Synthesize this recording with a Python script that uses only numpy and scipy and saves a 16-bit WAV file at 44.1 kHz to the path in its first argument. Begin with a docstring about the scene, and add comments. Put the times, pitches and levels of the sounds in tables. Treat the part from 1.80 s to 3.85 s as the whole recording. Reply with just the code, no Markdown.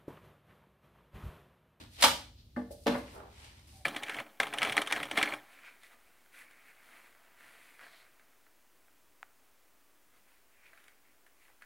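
"""Over a shop's soft ventilation rumble, a printer's paper tray slides with a rush of friction, and its
plastic lid clacks shut in a cluster of impacts that excite its modes and shake the counter. Two hollow
knocks on the housing follow, with small rattles, while a sheet of paper crackles as it flexes. The
sheet swishes through the air, a hand scuffs the housing, and last the tray squeaks faintly by stick-slip."""
import sys
import numpy as np
from scipy import signal
from scipy.fft import rfft, irfft
from scipy.io import wavfile
from scipy.ndimage import uniform_filter1d

SR = 44100
rng = np.random.default_rng(int(sys.argv[2]) if len(sys.argv) > 2 else 0)


def to_wav(s):
    """Save 16-bit WAV."""
    ch = np.atleast_2d(s).T  # columns
    pcm = np.round(np.clip(ch, -1, 1) * 32767)  # PCM
    wavfile.write(sys.argv[1], SR, pcm.astype(np.int16))


N = 90404
TIME = np.arange(N) / SR
TAPS = 4096
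HZ = abs(np.fft.fftfreq(TAPS, 1 / SR)) + 1  # frequency grid of the filters

# Levels in the tables are relative; spectra give the level per unit bandwidth.
# reverberation of the shop (frequency [Hz], T60 [s])
ROOM_DECAY = [(100, 0.72), (250, 0.48), (800, 0.33), (2000, 0.35), (4500, .4), (9000, 0.34), (15000, .3)]
ROOM_BUILD_S, ROOM_COHERENCE, MONO_BELOW_HZ = 0.013, 0.26, 560
# ventilation spectrum (frequency [Hz], level [dB])
VENT_SPECTRUM = [(20, -23.5), (38, -9.5), (62, 9), (85, 3), (115, 0.5), (160, -12), (260, -13), (400, -22),
                 (800, -31.5), (1600, -38.5), (4000, -27.5), (8000, -39.5), (15000, -37)]
# pushes of the tray (peak time [s], level [dB], rise [s], fall [s], bass edge [Hz])
SLIDE_STROKES = [(.0, -51, 0.044, 0.044, 119.2), (.165, -57.5, .03, .03, 1800),
                 (0.211, -42.5, 0.018, 0.013, 497)]
# friction spectrum of the runners (frequency [Hz], level [dB])
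SLIDE_SPECTRUM = [(100, -15), (240, 14.5), (400, 1), (850, -0.5), (1500, -4), (4000, -1.5), (6500, -13.5),
                  (9000, -13), (15000, -22.5)]
SLIPS_PER_S, SLIP_SPREAD_DB, RUB_LAG_S = 9000, 3, 0.00036
# flexes of the sheet (peak time [s], level [dB], rise [s], fall [s], treble edge [Hz])
RUSTLE_STROKES = [(.15, -64, 0.031, 0.017, 11000), (.6, -66, 0.027, 0.026, 4600),
                  (0.767, -61, 0.0026, 0.03, 2600), (.77, -68.5, .005, 0.062, 11000),
                  (0.919, -54, 0.0067, 0.022, 16000), (.97, -80, 0.017, 0.082, 14000),
                  (1.19, -58, 0.136, 0.022, 14200), (1.35, -62.5, 0.034, 0.031, 16000),
                  (1.877, -64, .006, 0.022, 14000), (1.973, -63, 0.082, 0.052, 11000)]
# crackle spectrum of paper (frequency [Hz], level [dB])
RUSTLE_SPECTRUM = [(500, -18.5), (2300, -11), (4500, 1), (7000, -5), (9500, 1), (12000, -3.5), (15000, -3)]
# impacts of the lid on the tray (time [s], level [dB], tilt [dB/octave])
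LID_IMPACTS = [(0.21, -24.5, 5), (0.223, -9, 2.5), (0.2266, -4.5, 2.5), (0.2376, -2, 0.5),
               (0.2403, -3.5, -1.5), (0.2451, -7, 3.5), (.2505, -8.5, -2.5), (0.2568, -9.5, -0.5),
               (0.2689, -18.5, 3), (.281, -15.5, 0), (.315, -21.5, -1.5)]
# spectrum of the tray's dense ring (frequency [Hz], level [dB])
TRAY_SPECTRUM = [(60, -32), (170, -21.5), (300, -8), (520, -2), (700, 1.5), (960, 3.5), (1400, 1.5),
                 (2400, 0), (4100, 0), (6000, -7.5), (9500, -10), (15000, -20.5)]
# distinct modes of the tray (frequency [Hz], level [dB])
TRAY_RESONANCES = [(195, -12), (246, -8), (492, -3), (547, 3), (861, 3), (921, 4), (964, 1), (1187, 0),
                   (1573, 0), (2228, -1), (2416, 3), (2960, 1), (3250, -1), (4154, -2), (4272, 0),
                   (4895, -5), (7648, -7)]
TRAY_DENSE_DB, TRAY_MODES_DB, TRAY_MODE_T60_S = 15.5, -44, 0.24
MODE_RISE_S, MODE_SPREAD_RAD_PER_HZ = 0.0012, 0.00061
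# shudders of the counter (peak time [s], level [dB], rise [s], fall [s])
COUNTER_SHUDDERS = [(.275, -47.5, 0.0086, .06), (1.085, -47, 0.015, 0.081)]
# spectrum of the counter (frequency [Hz], level [dB])
COUNTER_SPECTRUM = [(25, -24.5), (60, -3), (90, -0.5), (150, 0), (220, -9.5), (500, -36), (2000, -72.5)]
# knocks and rattles (time [s], level [dB], treble edge [Hz], bass edge [Hz], mode level [dB])
HOUSING_IMPACTS = [(.7625, -5, 1850, 1900, -3), (.7675, -13, 1100, 220, -3), (.776, -11, 1250, 400, -12),
                   (.788, -13, 400, 200, -10), (.907, -9, 680, 620, -30), (1.061, -14, 5500, 1200, -25),
                   (1.0635, 4, 750, 380, 1), (1.068, -1, 14000, 240, -3), (1.0775, -1, 11000, 220, -1),
                   (1.092, -7, 1200, 200, -6), (1.122, -12, 3800, 250, -9), (1.143, -5, 2000, 650, -25),
                   (1.152, -4, 1800, 650, -25), (1.281, -17, 2600, 2600, -35), (1.4, -20, 1500, 900, -35),
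                   (1.434, -27, 1400, 700, -35)]
# spectrum of the housing's dense ring (frequency [Hz], level [dB])
HOUSING_SPECTRUM = [(60, -8), (165, -15), (240, -2.5), (380, -8.5), (600, -6), (900, -7), (1700, -13),
                    (2800, -11), (5000, -19.5), (8000, -31), (15000, -28.5)]
# hollow modes of the housing (frequency [Hz], level [dB], T60 [s])
HOUSING_RESONANCES = [(196.8, -10.5, 0.37), (231, -7.5, 0.16), (245.1, 4, 0.25), (298.7, -8.5, 0.28),
                      (331.5, -23, 0.56), (462.7, -15, 0.453), (532, -20, 0.17), (580, -8.5, 0.098),
                      (599, -12.5, 0.21), (837, -9, 0.15), (1170, -6.5, 0.13), (1463, -15.5, 0.088),
                      (1585, -16.5, 0.17), (1761, -12, 0.19), (2093, -24, 0.053)]
HOUSING_DENSE_DB, HOUSING_MODES_DB, TREBLE_FLOOR_DB = 14.5, -32, -30
# swings of the sheet (peak time [s], level [dB], rise [s], fall [s])
SWISH_STROKES = [(1.29, -59.5, 0.065, 0.091), (1.64, -56.5, 0.079, 0.08), (1.79, -67.5, .04, .06),
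                 (1.89, -68, 0.013, 0.13)]
# spectrum of the swinging sheet (frequency [Hz], level [dB])
SWISH_SPECTRUM = [(200, -7.5), (900, 2), (1400, -2.5), (2200, 1.5), (3300, 0), (5000, -4), (7000, -9),
                  (8700, -7.5), (12000, -15.5), (15000, -24)]
# strokes of a hand on the housing (peak time [s], level [dB], rise [s], fall [s])
SCUFF_STROKES = [(1.375, -50, 0.031, 0.047), (1.44, -60, 0.022, 0.054)]
# friction spectrum of the hand (frequency [Hz], level [dB])
SCUFF_SPECTRUM = [(120, -10), (420, 3), (850, 2), (1400, -4), (2500, -17.5), (6000, -45.5), (15000, -35)]
# squeaks of the tray (peak time [s], level [dB], rise and fall [s], pitch [Hz])
SQUEAK_TONES = [(1.963, -65, .02, 790), (2.018, -66, .018, 750), (2.015, -69, .014, 600)]
# harmonics of a squeak, from the fundamental up (level [dB])
SQUEAK_HARMONICS = [0, -20, -12]
SQUEAK_JITTER = 0.045  # RMS fraction of the pitch


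def amp(db):
    """Amplitude ratio of a level in decibels."""
    return 10 ** (np.asarray(db) / 20)


def unit(x):
    """Normalisation to unit RMS."""
    return x / np.sqrt(np.mean(x ** 2) + 1e-20)


def curve(points, hz):
    """Interpolation on a log-frequency axis."""
    freqs, values = np.transpose(points)
    return np.interp(np.log(hz + 1), np.log(freqs + 1), values)


def add(mix, start_s, sound):
    """Superposition of a sound on the mix."""
    part = mix[:, round(start_s * SR):][:, :sound.shape[1]]
    part += sound[:, :part.shape[1]]


def rolloff_db(ratio, order):
    """Butterworth response: 3 dB down at a frequency ratio of 1, falling beyond it."""
    return -10 * np.log10(1 + ratio ** (2 * order))


def colour(x, gain_db):
    """Minimum-phase filtering, with the gain given on the grid HZ."""
    log_gain = np.log(amp(np.maximum(gain_db, -100)))
    taps = np.fft.ifft(np.exp(np.conj(signal.hilbert(log_gain)))).real
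    return signal.fftconvolve(x, taps[None, :TAPS // 2], axes=1)[:, :x.shape[1]]


def stereo(x, coherence, lag_s=0):
    """Partial coherence: two independent noises blend into left and right, nearly mono in the bass."""
    hz = np.fft.rfftfreq(x.shape[1], 1 / SR)
    shared = np.clip(coherence + (1 - coherence) / (1 + (hz / MONO_BELOW_HZ) ** 3), 0, 1)
    mid, side = rfft(x) * np.sqrt([(1 + shared) / 2, (1 - shared) / 2])
    left = (mid + side) * np.exp(-2j * np.pi * hz * lag_s)
    return irfft(np.array([left, mid - side]), x.shape[1])


def room(x, wet_db):
    """Reverberation: a diffuse tail builds up and decays exponentially, the bass lasting longest."""
    noise = stereo(rng.standard_normal((2, SR)), ROOM_COHERENCE)
    hz, t, bands = signal.stft(noise, SR, nperseg=256)
    decay = 1000. ** (-t / curve(ROOM_DECAY, hz)[:, None])
    tail = signal.istft(bands * decay, SR, nperseg=256)[1][:, :SR]
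    tail *= 1 - np.exp(-(TIME[:SR] / ROOM_BUILD_S) ** 2)
    return x + amp(wet_db) * signal.fftconvolve(x[:1], tail / np.linalg.norm(tail[0]), axes=1)[:, :N]


def swell(peak_s, db, rise_s, fall_s):
    """Envelope of a stroke: a Gaussian rise, then a nearly exponential decay."""
    t = TIME - peak_s
    rise = -(t / rise_s) ** 2 / 2
    fall = 1 - np.sqrt(1 + 2 * (t / fall_s) ** 2)
    return amp(db) * np.exp(np.where(t < 0, rise, fall))


def rub(strokes, spectrum):
    """Friction as shot noise: dense random slips, placed to one side by a delay on the right."""
    slips = rng.standard_normal((2, N))
    slips *= amp(SLIP_SPREAD_DB * np.minimum(rng.exponential(1, N), 4))
    slips *= rng.random(N) < SLIPS_PER_S / SR
    left, right = unit(colour(stereo(slips, coherence=0.27), curve(spectrum, HZ)))
    envelope = sum(swell(*stroke) for stroke in strokes)
    return np.array([left, np.roll(right, round(RUB_LAG_S * SR))]) * envelope


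def ventilation():
    """Stationary noise: a low ventilation rumble with a faint hiss."""
    noise = stereo(rng.standard_normal((2, N + TAPS)), coherence=0.15)
    air = colour(noise, curve(VENT_SPECTRUM, HZ))
    return amp(-56.5) * unit(air[:, TAPS:])


def tray_slides():
    """Sliding friction: the tray drags on its runners, first with a low boom, then a thinner rush."""
    return sum(rub([stroke], [(hz, db + rolloff_db(bass_hz / hz, 3)) for hz, db in SLIDE_SPECTRUM])
               for *stroke, bass_hz in SLIDE_STROKES)


def paper_rustles():
    """Impulsive noise: each flex of the sheet crackles up to its own treble edge."""
    return sum(rub([stroke], [(hz, db + rolloff_db(hz / treble_hz, 4)) for hz, db in RUSTLE_SPECTRUM])
               for *stroke, treble_hz in RUSTLE_STROKES)


def resonance_db(modes, peak_db, width_hz):
    """Resonance: a Lorentzian bump in level at each mode, of half-width width_hz."""
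    return peak_db * np.max([1 / (1 + ((HZ - mode[0]) / width_hz) ** 2) for mode in modes], axis=0)


def dense_ring(t60_s, coherence, lag_s=0):
    """Modal overlap: the crowded modes of struck plastic merge into decaying noise of unit energy."""
    t = TIME[:SR // 4]
    burst = stereo(rng.standard_normal((2, len(t))), coherence, lag_s) * 1000. ** (-t / t60_s)
    return burst / np.linalg.norm(burst[0])


def modal_ring(modes, start_s, gain_db):
    """Free vibration: damped sinusoids, the higher ones less in phase between left and right."""
    t, out = TIME[:SR], np.zeros((2, SR))
    for (hz, db, t60_s), scatter in zip(modes, rng.standard_normal((len(modes), 2, 1))):
        wave = np.sin(2 * np.pi * hz * (t + start_s) + scatter * hz * MODE_SPREAD_RAD_PER_HZ)
        drive_db = np.interp(hz, HZ[:TAPS // 2], gain_db[:TAPS // 2])
        out += amp(db + drive_db) * 1000. ** (-t / t60_s) * wave
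    return out * (1 - np.exp(-(t / MODE_RISE_S) ** 2))


def lid_clacks():
    """Impact excitation: the lid touches, catches and lands, each blow setting the tray ringing."""
    cracks, rings = np.zeros((2, 2, N))
    modes = [(hz, db, TRAY_MODE_T60_S) for hz, db in TRAY_RESONANCES]
    body_db = curve(TRAY_SPECTRUM, HZ) + resonance_db(modes, peak_db=7, width_hz=16)
    for start_s, db, tilt in LID_IMPACTS:
        blow_db = db + tilt * np.log2(np.maximum(HZ, 250) / 2000)
        burst = dense_ring(t60_s=0.073, coherence=0.5, lag_s=0.00004)
        add(cracks, start_s, colour(burst, blow_db + body_db))
        add(rings, start_s, modal_ring(modes, start_s, blow_db))
    return amp(TRAY_DENSE_DB) * room(cracks, wet_db=-7.5) + amp(TRAY_MODES_DB) * rings


def counter_shudders():
    """Structure-borne sound: the counter answers the hardest blows with a low shudder."""
    rumble = unit(colour(rng.standard_normal((1, N)), curve(COUNTER_SPECTRUM, HZ)))
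    return rumble * sum(swell(*shudder) for shudder in COUNTER_SHUDDERS)


def housing_knocks():
    """Resonance of a hollow case: soft blows excite little treble, light ones little bass."""
    thuds, rings = np.zeros((2, 2, N))
    body_db = curve(HOUSING_SPECTRUM, HZ) + resonance_db(HOUSING_RESONANCES, peak_db=9, width_hz=28)
    for start_s, db, treble_hz, bass_hz, modes_db in HOUSING_IMPACTS:
        soft_db = rolloff_db(HZ / treble_hz, 7)
        light_db = rolloff_db(bass_hz / HZ, 2)
        blow_db = db + np.maximum(soft_db, TREBLE_FLOOR_DB) + light_db
        burst = dense_ring(t60_s=0.075, coherence=0.57)
        add(thuds, start_s, colour(burst, blow_db + body_db))
        add(rings, start_s, modal_ring(HOUSING_RESONANCES, start_s, modes_db + (soft_db + light_db) / 2))
    return amp(HOUSING_DENSE_DB) * room(thuds, wet_db=-5) + amp(HOUSING_MODES_DB) * rings


def paper_swishes():
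    """Broadband noise swells and fades as the sheet swings through the air."""
    return rub(SWISH_STROKES, SWISH_SPECTRUM)


def hand_scuffs():
    """Sliding friction: a hand brushes the housing with a dull rasp."""
    return rub(SCUFF_STROKES, SCUFF_SPECTRUM)


def tray_squeaks():
    """Stick-slip oscillation: under the hand the tray gives brief harmonic tones of unsteady pitch."""
    out = np.zeros(N)
    for peak_s, db, slope_s, hz in SQUEAK_TONES:
        wobble = unit(uniform_filter1d(rng.standard_normal(N), size=150))
        cycles = np.cumsum(hz * (1 + SQUEAK_JITTER * wobble)) / SR
        tone = sum(amp(level) * np.sin(2 * np.pi * k * cycles)
                   for k, level in enumerate(SQUEAK_HARMONICS, 1))
        out += unit(tone) * swell(peak_s, db, slope_s, slope_s)
    return out


def scene():
    """Superposition of the impacts, the reverberant handling noises and the ventilation."""
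    handling = tray_slides() + hand_scuffs() + paper_swishes() + paper_rustles() + tray_squeaks()
    impacts = lid_clacks() + housing_knocks() + counter_shudders()
    return impacts + room(handling, wet_db=-6) + ventilation()


def record(dry):
    """Band limiting: a linear-phase low-pass removes the highest treble."""
    lowpass = signal.firwin(255, cutoff=15600, window=("kaiser", 9), fs=SR)
    return signal.oaconvolve(dry, lowpass[None], "same")


dry = scene()
out = record(dry)
to_wav(out)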